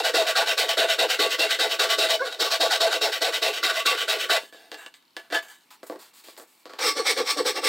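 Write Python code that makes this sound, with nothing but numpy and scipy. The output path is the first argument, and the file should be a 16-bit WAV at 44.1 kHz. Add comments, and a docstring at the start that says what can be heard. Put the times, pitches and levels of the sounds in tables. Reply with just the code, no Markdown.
"""A hand rasp works to and fro across the neck of a small wooden string instrument: tooth rows push,
fibres tear in dense clicks, and resonators ring as neck, hollow body and steel; one light stroke sings.
Then the rasp is lifted: rubs excite the same wood, knocks ring the hollow body, and faint even ticks run.
Midway through this the work is turned over and the resonances change; at last the rasp strokes resume.
A short room echo and the soft noise of a quiet shop lie under it all."""
import sys
import numpy as np
from scipy import signal
from scipy.fft import rfft, irfft
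from scipy.io import wavfile
from scipy.ndimage import uniform_filter1d, minimum_filter1d

SR = 44100
rng = np.random.default_rng(int(sys.argv[2]) if len(sys.argv) > 2 else 0)


def to_wav(sig):
    """Store sig (one row per channel, or 1-D mono) as 16-bit WAV at the path in sys.argv[1].

    Samples outside -1..1 are clipped; the rate is SR.
    """
    pcm = np.clip(np.atleast_2d(sig), -1, 1) * 32767
    pcm = np.round(pcm).astype(np.int16)
    wavfile.write(sys.argv[1], SR, pcm.T)  # frames by channels


N = 338688
T = np.arange(N) / SR
TURN_S = 5.65  # the work is turned over
# upper edges of the ranges: air cavity, top plate, neck, coarse grain, fine grain, and the whole sound
AIR_TOP_HZ, BODY_TOP_HZ, NECK_TOP_HZ = 570, 850, 1800
GRAIN_TOP_HZ, CUT_TOP_HZ, TOP_HZ = 3300, 6000, 15800


def undb(db):
    """dB to gain."""
    return 10 ** (np.asarray(db, float) / 20)


def unit(x):
    """Scale to rms 1."""
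    return x / np.sqrt(np.mean(x ** 2))


def colour(x, points):
    """Shape a spectrum by (frequency [Hz], level [dB]) points, joined on a log frequency scale."""
    hz, db = np.transpose(points)
    f = np.maximum(np.arange(N // 2 + 1) * SR / N, 1)
    return irfft(rfft(x) * undb(np.interp(np.log(f), np.log(hz), db)), N)


def ring(x, hz, width_hz):
    """One resonance, gain 1 at its centre."""
    return signal.lfilter(*signal.iirpeak(hz, hz / width_hz, fs=SR), x)


def band(x, lo_hz, hi_hz):
    """Steep band-pass."""
    return signal.sosfilt(signal.butter(3, [lo_hz, hi_hz], "bandpass", fs=SR, output="sos"), x)


def walk(rate):
    """Slow chance: random levels, rate per second, joined by straight lines."""
    count = int(T[-1] * rate) + 2
    return 1.2 * np.interp(T * rate, np.arange(count), rng.standard_normal(count))


# Strokes, push and pull in turn, each lasting to the next; very low levels are the rasp off the wood:
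# (time [s], cut level as the teeth bite [dB], as the hand eases [dB], air cavity drive [dB],
#  top plate drive [dB])
STROKES = [(-0.075, -15, -27, -31.5, -16), (0.029, -21.5, -24.5, -38, -24),
           (0.131, -16.5, -24.5, -23.5, -21), (0.244, -22.5, -22.5, -37.5, -30),
           (0.344, -18, -27, -38.5, -21.5), (0.453, -22.5, -24, -37, -26),
           (0.563, -14.5, -28.5, -31.5, -27), (0.672, -21, -27, -41, -28.5), (0.762, -17, -26, -27, -23.5),
           (0.876, -21, -24, -40.5, -30), (0.976, -16, -29, -25, -20), (1.08, -20, -26, -41.5, -29),
           (1.182, -17, -26, -24.5, -27.5), (1.288, -23, -24, -35, -41), (1.376, -17.5, -26.5, -25, -26),
           (1.486, -18.5, -27, -41, -34), (1.582, -14.5, -29.5, -27, -24.5),
           (1.689, -24.5, -27.5, -38.5, -34), (1.782, -16.5, -27, -29, -27), (1.884, -18, -23, -38, -27),
           (1.971, -20, -24, -25.5, -29.5), (2.082, -20, -27, -35.5, -26.5),
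           (2.189, -38.5, -35, -36, -36.5), (2.311, -36.5, -47, -49, -38.5),
           (2.385, -21, -24, -27.5, -29.5), (2.497, -20, -25.5, -53, -26), (2.589, -18, -24.5, -25, -21),
           (2.697, -18.5, -24.5, -40.5, -23.5), (2.793, -16, -26.5, -29.5, -22.5),
           (2.904, -21.5, -28, -32.5, -26.5), (3.002, -18, -28.5, -28, -24.5),
           (3.113, -22.5, -30, -42, -35.5), (3.202, -20.5, -27, -28.5, -24),
           (3.32, -22.5, -29, -40.5, -34.5), (3.41, -16.5, -24, -27, -24.5), (3.522, -27.5, -29, -42, -39),
           (3.619, -18.5, -25.5, -33.5, -32), (3.734, -25.5, -30, -43.5, -41),
           (3.846, -15, -27.5, -31, -30), (3.963, -24.5, -30, -41, -38.5), (4.07, -17.5, -25.5, -33.5, -31),
           (4.183, -27, -29.5, -39.5, -44.5), (4.283, -15.5, -25.5, -30.5, -24.5),
           (4.41, -69, -70, -94, -93), (6.775, -27, -20.5, -31, -47), (6.946, -29, -30, -25.5, -42),
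           (7.039, -21, -22.5, -30, -35), (7.153, -27.5, -30, -29, -45), (7.243, -28.5, -19, -42.5, -47),
           (7.353, -27.5, -30, -26, -48), (7.438, -22.5, -22, -29, -43), (7.537, -28.5, -32, -30, -38),
           (7.616, -20, -19.5, -28, -46.5)]
# End of the last stroke: (time [s], level [dB])
LAST_TURN = (7.72, -34)
# Kinds of stroke, push and pull held by the head, then push and pull held by the body:
# (highest level at the turn before it [dB], share where the teeth bite [0-1], share where the hand
#  eases [0-1], air cavity late minus early [dB], top plate late minus early [dB], neck minus cut
#  early [dB], neck minus cut late [dB], hiss minus cut [dB], tooth-row rate before the speed arch [Hz])
KINDS = [(-49, 0.16, 0.73, -8, 2.5, -9.5, -5, -15, 625), (-37.5, 0.24, 0.66, 6.5, -3, -9.5, -6.5, -14, 615),
         (-46, 0.27, .62, 1.5, -11, -5.5, -5.5, -9, 450), (-46.5, 0.28, 0.62, 1, 7, -5.5, 0, -11.5, 490)]
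# Change as the rasp works along the neck: (time [s], coarse minus fine grain trim [dB], neck trim [dB])
DRIFT = [(0, -3, 2.5), (0.601, -0.1, -0.5), (1.8, -2, -0.5), (2.7, -5.5, 2), (3.398, 0.2, -0.5),
         (3.9, 0.5, 2), (4.3, 2, -1), (6.8, -2, 1), (7.1, -7, -0.5), (7.7, -2.5, -1)]
# Resonances while rasping, held by the head:
# (frequency [Hz], width, never used below the least width [Hz], level [dB])
HEAD_GRIP = [(406.3, 18, 5), (652.2, 18, 0), (1146, 34, -3.5), (1493, 97, 1.5), (2045, 140, -11),
             (2187, 22, -8.5), (2480, 59, -16.5), (2747, 38, -4), (2957, 40, -9.5), (3706, 210, -3),
             (3935, 71, -7), (4330, 50, -37), (5355, 92, -9), (5650, 44, -21.5), (6800, 68, -26.5)]
# The same once turned and held by the body:
# (frequency [Hz], width, never used below the least width [Hz], level [dB])
BODY_GRIP = [(397, 147, 1), (1148, 57, -10), (1673, 130, -23.5), (2208, 210, 1), (2755, 33, -2.5),
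             (3065, 38, -34), (4050, 150, -20), (4380, 60, 3), (5140, 66, -4.5), (5640, 92, -1.5),
             (6590, 46, -9), (7000, 27, -45), (7830, 41, -15), (7770, 110, -3), (7840, 33, -3.5),
             (8100, 170, -3), (8820, 110, -6), (9630, 120, -29)]
TURN_UNDER_DB = 8.5  # a turn is at least this far under the bite that follows
SHIFT_SHARES = 0.32, 0.35  # air, plate and neck drive go from early to late between these stroke shares


def rasp():
    """Strokes: pressure and speed rise from each turn, hold, and die before the next."""
    s, bite_db, ease_db, air_db, plate_db = np.transpose(STROKES)
    kind = np.arange(len(s)) % 2 + 2 * (s > TURN_S)
    turn, bite, ease, air_late, plate_late, neck_early, neck_late, hiss_db, row_hz = np.array(KINDS)[kind].T
    turn = np.min([turn, bite_db - TURN_UNDER_DB, np.roll(ease_db, 1)], axis=0)
    length = np.diff(np.append(s, LAST_TURN[0]))
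    at, grain_db, neck_db = np.transpose(DRIFT)
    grain_db = np.interp(T, at, grain_db)

    def over(shares, values):
        """Join levels in dB set at shares of every stroke into one gain curve."""
        times = np.append((s + length * np.array(shares)).T, LAST_TURN[0])
        return undb(np.interp(T, times, np.append(np.transpose(values), LAST_TURN[1])))

    def shaken(early, late):
        """Drive that moves from an early to a late level within each stroke."""
        a, b = SHIFT_SHARES
        shares = [0 * s, 0.62 * bite, 0 * s + a, 0 * s + b, ease]
        return over(shares, [np.minimum(turn - 6.0, early), early, early, late, late])

    cut = over([0 * s, bite, ease], [turn, bite_db, ease_db])
    air = shaken(air_db - air_late / 2, air_db + air_late / 2)
    plate = shaken(plate_db - plate_late / 2, plate_db + plate_late / 2)
    neck = shaken(bite_db + neck_early, ease_db + neck_late) * undb(np.interp(T, at, neck_db))

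    # the hand is fastest about a third of the way along, then slows: the row rate arches and falls
    stroke = np.searchsorted(s, T, side="right") - 1
    share = np.clip((T - s[stroke]) / length[stroke], 0, 1) ** 0.55
    speed = .45 + .75 * np.sin(np.pi * share)
    rows = tooth_rows(np.minimum(row_hz[stroke] * speed, 900), .05, 3.0)
    fibres = tearing(10000, 2.36) * undb(1.62 * walk(80))
    hiss = undb(uniform_filter1d(hiss_db[stroke], size=800))
    # fast fresh teeth cut finer than slowing ones
    dull = undb(4.33 * (uniform_filter1d(share, size=400) - 0.3657))

    # on the pulls held by the head, the blunt backs of the teeth skid with a broad middle hiss
    back = uniform_filter1d((kind[stroke] == 1) * 1., size=400)
    skid = undb(7.0) * ring(ring(cut * back * fibres, 2860, 1000), 2860, 1000)

    coarse = cut * undb(grain_db / 2 - 6.0) * dull * fibres
    fine = cut * undb(-grain_db / 2 - 3.0) / dull * fibres
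    grips = HEAD_GRIP, BODY_GRIP
    sound = skid + wood(air * (.12 * rows + .3 * fibres), grips, 250, AIR_TOP_HZ, 7.0, 2.5)
    sound += wood(plate * (0.14 * rows + 0.7 * fibres), grips, AIR_TOP_HZ, BODY_TOP_HZ, 5.1, 3.0)
    sound += wood(neck * (0.021 * rows + 0.93 * fibres), grips, BODY_TOP_HZ, NECK_TOP_HZ, -2.9, 2.5)
    sound += wood(coarse, grips, NECK_TOP_HZ, GRAIN_TOP_HZ, 0.43, 3.0)
    sound += wood(fine, grips, GRAIN_TOP_HZ, CUT_TOP_HZ, 8.4, 3.0)
    sound += wood(cut * hiss * fibres, grips, CUT_TOP_HZ, TOP_HZ + 600, 1.8, 3.0)
    return sound, cut


def tooth_rows(hz, jitter, scatter_db):
    """One blunt push for each row of teeth that crosses the wood."""
    phase = np.cumsum(hz * (1 + jitter * walk(120))) / SR
    size = undb(scatter_db * rng.standard_normal(N // 20))
    return unit(size[phase.astype(int)] * np.sin(np.pi * phase) ** 6 * np.sin(2 * np.pi * phase))


def tearing(rate, scatter_db):
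    """Dense clicks of unequal size, rate per second: fibres that break under the teeth."""
    on = rng.random(N) < rate / SR
    size = undb(scatter_db * np.minimum(rng.exponential(size=N), 3))
    return unit(on * rng.standard_normal(N) * size)


# Broad response of the wood between its resonances: (frequency [Hz], relative level per Hz [dB])
SCRAPE = [(200, -58), (320, -10), (900, -16.5), (1800, -19), (4500, -11), (6000, -21.5), (6700, -18.5),
          (8000, -14.5), (10000, -21), (13000, -19), (16500, -19)]


def wood(force, grips, lo_hz, hi_hz, between_db, wander_db):
    """A force heard through one range of resonances; the contact point moves, so each is driven unevenly."""
    impulse, turn = (np.arange(N) == N // 2) * 1., int(TURN_S * SR)
    out, response = [undb(between_db) * band(colour(x, SCRAPE), lo_hz, hi_hz) for x in (force, impulse)]
    for modes, part in zip(grips, (slice(0, turn), slice(turn, N))):
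        power = np.sum(response ** 2)
        for k, (hz, width, db) in enumerate(modes):
            if lo_hz <= hz < hi_hz:
                least_width = max(30, hz / 50)  # no ring is narrower than this, in Hz
                width = max(width, least_width)
                drive = force[part] * undb(db + wander_db * walk(14)[part])
                out[part] += (-1) ** k * ring(drive, hz, width)
                power += undb(2 * db) * np.pi * width / SR
        out[part] /= np.sqrt(power)  # even out the gain of the whole range
    return out


# One light stroke where the tooth rows sing clearly:
# (time [s], row rate [Hz], partial 1 [dB], partial 2 [dB], partial 3 [dB], partial 4 [dB])
SQUAWK = [(2.194, 487.2, -64, -64, -33, -59), (2.211, 494, -29.5, -36, -25, -57),
          (2.227, 560, -27.5, -27.5, -31.5, -40), (2.26, 487, -38, -66.5, -48.5, -60)]


def squawk():
    """Even tooth rows heard as a short gliding tone."""
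    s, hz, *levels = np.transpose(SQUAWK)
    phase = 2 * np.pi * np.cumsum(np.interp(T, s, hz) * (1 + .025 * walk(250))) / SR
    out = np.zeros(N)
    for k, db in enumerate(levels):
        level = undb(np.interp(T, s, db, left=-120, right=-120))
        out += np.sqrt(2) * level * np.sin((k + 1) * phase)
    return out


# Resonances with the rasp lifted, before the turn:
# (frequency [Hz], width, never used below the least width [Hz], level [dB])
HEAD_LOOSE = [(657, 30, -4.5), (1180, 36, -6), (1490, 37, -7.5), (1718, 19, 0), (2035, 33, -1.5),
              (2220, 77, -6), (2762, 45, -1.5), (2990, 150, -0.5), (3500, 47, -8), (3860, 100, 0),
              (4600, 190, -18), (4790, 40, -9), (5200, 45, -14), (5500, 18, -44), (6730, 43, -19),
              (6370, 17, -43), (7540, 42, -19), (8280, 100, -15), (8340, 200, -14), (8600, 65, -21)]
# The same after the turn:
# (frequency [Hz], width, never used below the least width [Hz], level [dB])
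BODY_LOOSE = [(360, 34, -15), (1088, 22, -12), (1690, 29.5, -23), (1900, 74, -27)]


def loose():
    """With the rasp lifted, rubs and knocks ring neck, steel and body."""
    grain, body, neck, hiss = handling()
    rub = tearing(18000, 1.0) * undb(2.0 * walk(40))
    grain_blow, neck_blow, hollow = knocks(rub)
    grips = HEAD_LOOSE, BODY_LOOSE
    sound = 0.07 * hollow + wood(0.54 * body * rub + 0.31 * neck_blow, grips, 230, BODY_TOP_HZ, -1.0, 3.0)
    sound += wood(0.79 * neck * rub + 2.0 * neck_blow, grips, BODY_TOP_HZ, NECK_TOP_HZ, 5.8, 1.2)
    sound += wood(0.79 * grain * rub + grain_blow, grips, NECK_TOP_HZ, CUT_TOP_HZ, 6.7, 3.0)
    sound += wood(0.78 * hiss * rub + 0.22 * grain_blow, grips, CUT_TOP_HZ, TOP_HZ + 600, -7.5, 3.0)
    return sound


# Hands and tool sliding over the work: (time [s], length between attack and release [s],
#  grain drive [dB], body minus grain [dB], neck minus grain [dB], hiss minus grain [dB])
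RUBS = [(4.395, 0.082, -45, -8, -7, -4), (4.523, 0.21, -49.5, -1.5, -4.5, -7),
        (4.721, 0.03, -43.5, 8.5, -2, -11.5), (4.77, 0.1, -48.5, -1, 5, -3),
        (4.94, 0.022, -48, -19, -8.5, -5.5), (5.167, 0.007, -38.5, 6, -2, -8.5),
        (5.19, 0.069, -55, -3, 0.5, -6), (5.304, 0.021, -41, 7, 1, -12), (5.321, 0.022, -27.5, 2.5, 1, -13),
        (5.34, 0.027, -26.5, -3.5, 1.5, -10), (5.422, 0.067, -47, -2, 2, -0.5),
        (5.48, .08, -48.5, -17, -2, -1), (5.58, 0.11, -70, -12, -2, 4), (5.703, 0.038, -48.5, -20, 0, -2),
        (5.83, 0.023, -59.5, 15, 9, 6), (5.863, 0.023, -54, -18, -1, 7), (5.898, 0.067, -55.5, 23, 7.5, 0),
        (5.988, .1, -52.5, -9, -3, -0.5), (6.134, 0.095, -53.5, -17, -6, 1.5),
        (6.236, .11, -50.5, -6, -7, -2), (6.373, 0.064, -54.5, 7, 3.5, 5.5), (6.47, 0.19, -66, -10, -6, 4),
        (6.658, 0.017, -48, 7, 1, -15), (6.691, 0.082, -48, 4.5, 4, -11), (6.785, 0.051, -33, -5, 1, -11)]
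RUB_ATTACK_S, RUB_RELEASE_S, RUB_SAG_DB = 0.0051, 0.029, -8.5


def handling():
    """Each rub sets in, sags and lets go; how hard it drives grain, body, neck and hiss."""
    out = np.zeros((4, N))
    for s, length, db, *other_db in RUBS:
        times = s + np.cumsum([0, RUB_ATTACK_S, length, RUB_RELEASE_S])
        part = slice(int(s * SR), int(times[-1] * SR))
        shape = np.interp(T[part], times, [0, 1, undb(RUB_SAG_DB), 0])
        out[:, part] += np.outer(undb(db + np.array([0, *other_db])), shape)
    return out


# Knocks: (time [s], blow drive [dB], hollow body drive [dB])
KNOCKS = [(4.4324, -43, -39), (4.5254, -41, -43.5), (4.5444, -53, -42), (4.7167, -24, -38),
          (4.744, -26, -49), (4.8625, -29, -43), (4.9407, -35, -63), (5.025, -49, -72),
          (5.1665, -21.5, -36), (5.302, -36, -42), (5.323, -26, -30), (5.3494, -26, -33),
          (5.3894, -26, -51), (5.706, -43, -62), (5.831, -39, -32.5), (5.8983, -36.5, -25),
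          (5.9234, -44, -39), (5.959, -44, -35), (6.134, -54, -63), (6.2849, -43, -38.5),
          (6.3668, -42, -57), (6.3773, -43, -51), (6.3983, -41, -38), (6.6559, -35.5, -36.5),
          (6.6997, -48, -44), (6.7359, -34, -37.5)]
# Modes of the hollow body when knocked: (frequency [Hz], relative level [dB], 60 dB decay time [s])
HOLLOW = [(350, -9, 0.048), (406.6, -13.5, 0.22), (553, 0, 0.035), (653, -1.5, 0.054), (824, -36, 0.11),
          (1180, 8, 0.023), (1700, -20, .2), (2000, -15, .1)]
RATTLE_T60_S, CONTACT_MS = 0.048, .52
NECK_BLOW_DB, NECK_FOLLOWS = -3.5, 0.39  # a knock that rings the hollow also shakes the neck [dB, dB per dB]


def knocks(rub):
    """Each knock: a tick and a dying rattle on grain and neck, and a push that rings the hollow body."""
    grain, neck, push = np.zeros((3, N))
    age = np.arange(int(.2 * SR)) / SR
    contact = CONTACT_MS * SR / 1000  # in samples
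    for at, blow_db, hollow_db in KNOCKS:
        i = int(at * SR)
        part = slice(i, i + len(age))
        rattle = 0.11 * rub[part] * undb(-60 * age / RATTLE_T60_S)
        blow = undb(blow_db) * (rattle + 4.4 * (age == 0))
        grain[part] += blow
        neck[part] += undb(NECK_BLOW_DB + NECK_FOLLOWS * (hollow_db - blow_db)) * blow
        bump = np.exp(-.5 * ((age * SR - 2 * contact) / (.5 * contact)) ** 2)
        push[part] += undb(hollow_db) * bump / contact
    hollow = np.zeros(N)
    for hz, db, t60 in HOLLOW:
        hollow += undb(db) * ring(push, hz, np.log(1000) / np.pi / t60) * t60 * SR
    return grain, neck, hollow


# Runs of faint even ticks: (start [s], end [s], peak level [dB])
TICKS = [(5.053, 5.15, -49), (5.609, 5.65, -49), (5.775, 5.815, -51), (6.551, 6.64, -50)]
TICK_HZ, TICK_WIDTH_HZ, TICK_GAP_S = 4400, 500, .027


def ticks():
    """Faint, evenly spaced ticks: single impulses through a short high ring."""
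    hits = np.zeros(N)
    for start, end, db in TICKS:
        at = (np.arange(start, end, TICK_GAP_S) * SR).astype(int)
        hits[at] = undb(db) * SR / TICK_WIDTH_HZ / (2 * np.pi)  # offsets the filter's low impulse peak
    return ring(hits, TICK_HZ, TICK_WIDTH_HZ)


def low_noise(cut):
    """Low noise of randomly wandering level follows all the strokes, stronger before the turn."""
    level = undb(-46.5 + 12 * walk(12) - 20.9 * (T > TURN_S))
    return cut ** 2 * level * unit(band(rng.standard_normal(N), 30, 280))


def tail(t60):
    """A decaying noise echo tail of energy 1, after a short gap."""
    age = np.arange(int(.4 * SR)) / SR
    h = rng.standard_normal(len(age)) * undb(-60 * age / t60) * (age > t60 / 60)
    return h / np.sqrt(np.sum(h ** 2))


# Colour of the quiet shop: (frequency [Hz], relative level per Hz [dB])
SHOP = [(18, -53), (30, -37), (252, 3), (616, -7.5), (962, 1.5), (1590, -9), (4300, -8), (5740, -17.5),
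        (14800, -13.5), (16000, -26)]


def hush():
    """The shop's hush: shaped noise near -66 dB that drifts slowly."""
    return undb(-66 + 1.0 * walk(6.28)) * unit(colour(rng.standard_normal(N), SHOP))


# Stereo spread of the work: (frequency [Hz], side minus mid [dB])
WIDTH = [(60, 0), (110, -12), (200, -6), (380, -28.5), (700, -27.5), (1290, -31), (2380, -32), (4400, -22),
         (8120, -16.5), (15000, -9)]
MIC_LOW_HZ = 225
ROOM_T60_S, ROOM_DB = 0.15, -7


def scene():
    """Rasp and handling, their echo in the shop and the hush, spread to left and right."""
    strokes, cut = rasp()
    near = strokes + squawk() + loose() + ticks()
    # steep low cut on the close sound, as of a microphone's bass filter
    near = signal.sosfilt(signal.butter(4, MIC_LOW_HZ, "highpass", fs=SR, output="sos"), near)
    mid = near + undb(ROOM_DB) * signal.fftconvolve(near, tail(ROOM_T60_S))[:N]
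    mid += low_noise(cut)
    side = colour(signal.fftconvolve(mid, tail(0.1))[:N], WIDTH)
    mid += hush()
    side += .5 * band(hush(), 400, 16000)
    return np.array([mid + side, mid - side])


LIMIT_DB = -12  # peaks above this are eased down


def record(dry):
    """A quick limiter eases the peaks down, then the top is cut."""
    peak = -minimum_filter1d(-np.abs(dry).max(axis=0), size=90)
    gain = uniform_filter1d(np.minimum(1, undb(LIMIT_DB) / (peak + 1e-9)) ** 0.69, size=90)
    return signal.sosfilt(signal.ellip(10, .2, 80, TOP_HZ, fs=SR, output="sos"), dry * gain)


dry = scene()
out = record(dry)
to_wav(out)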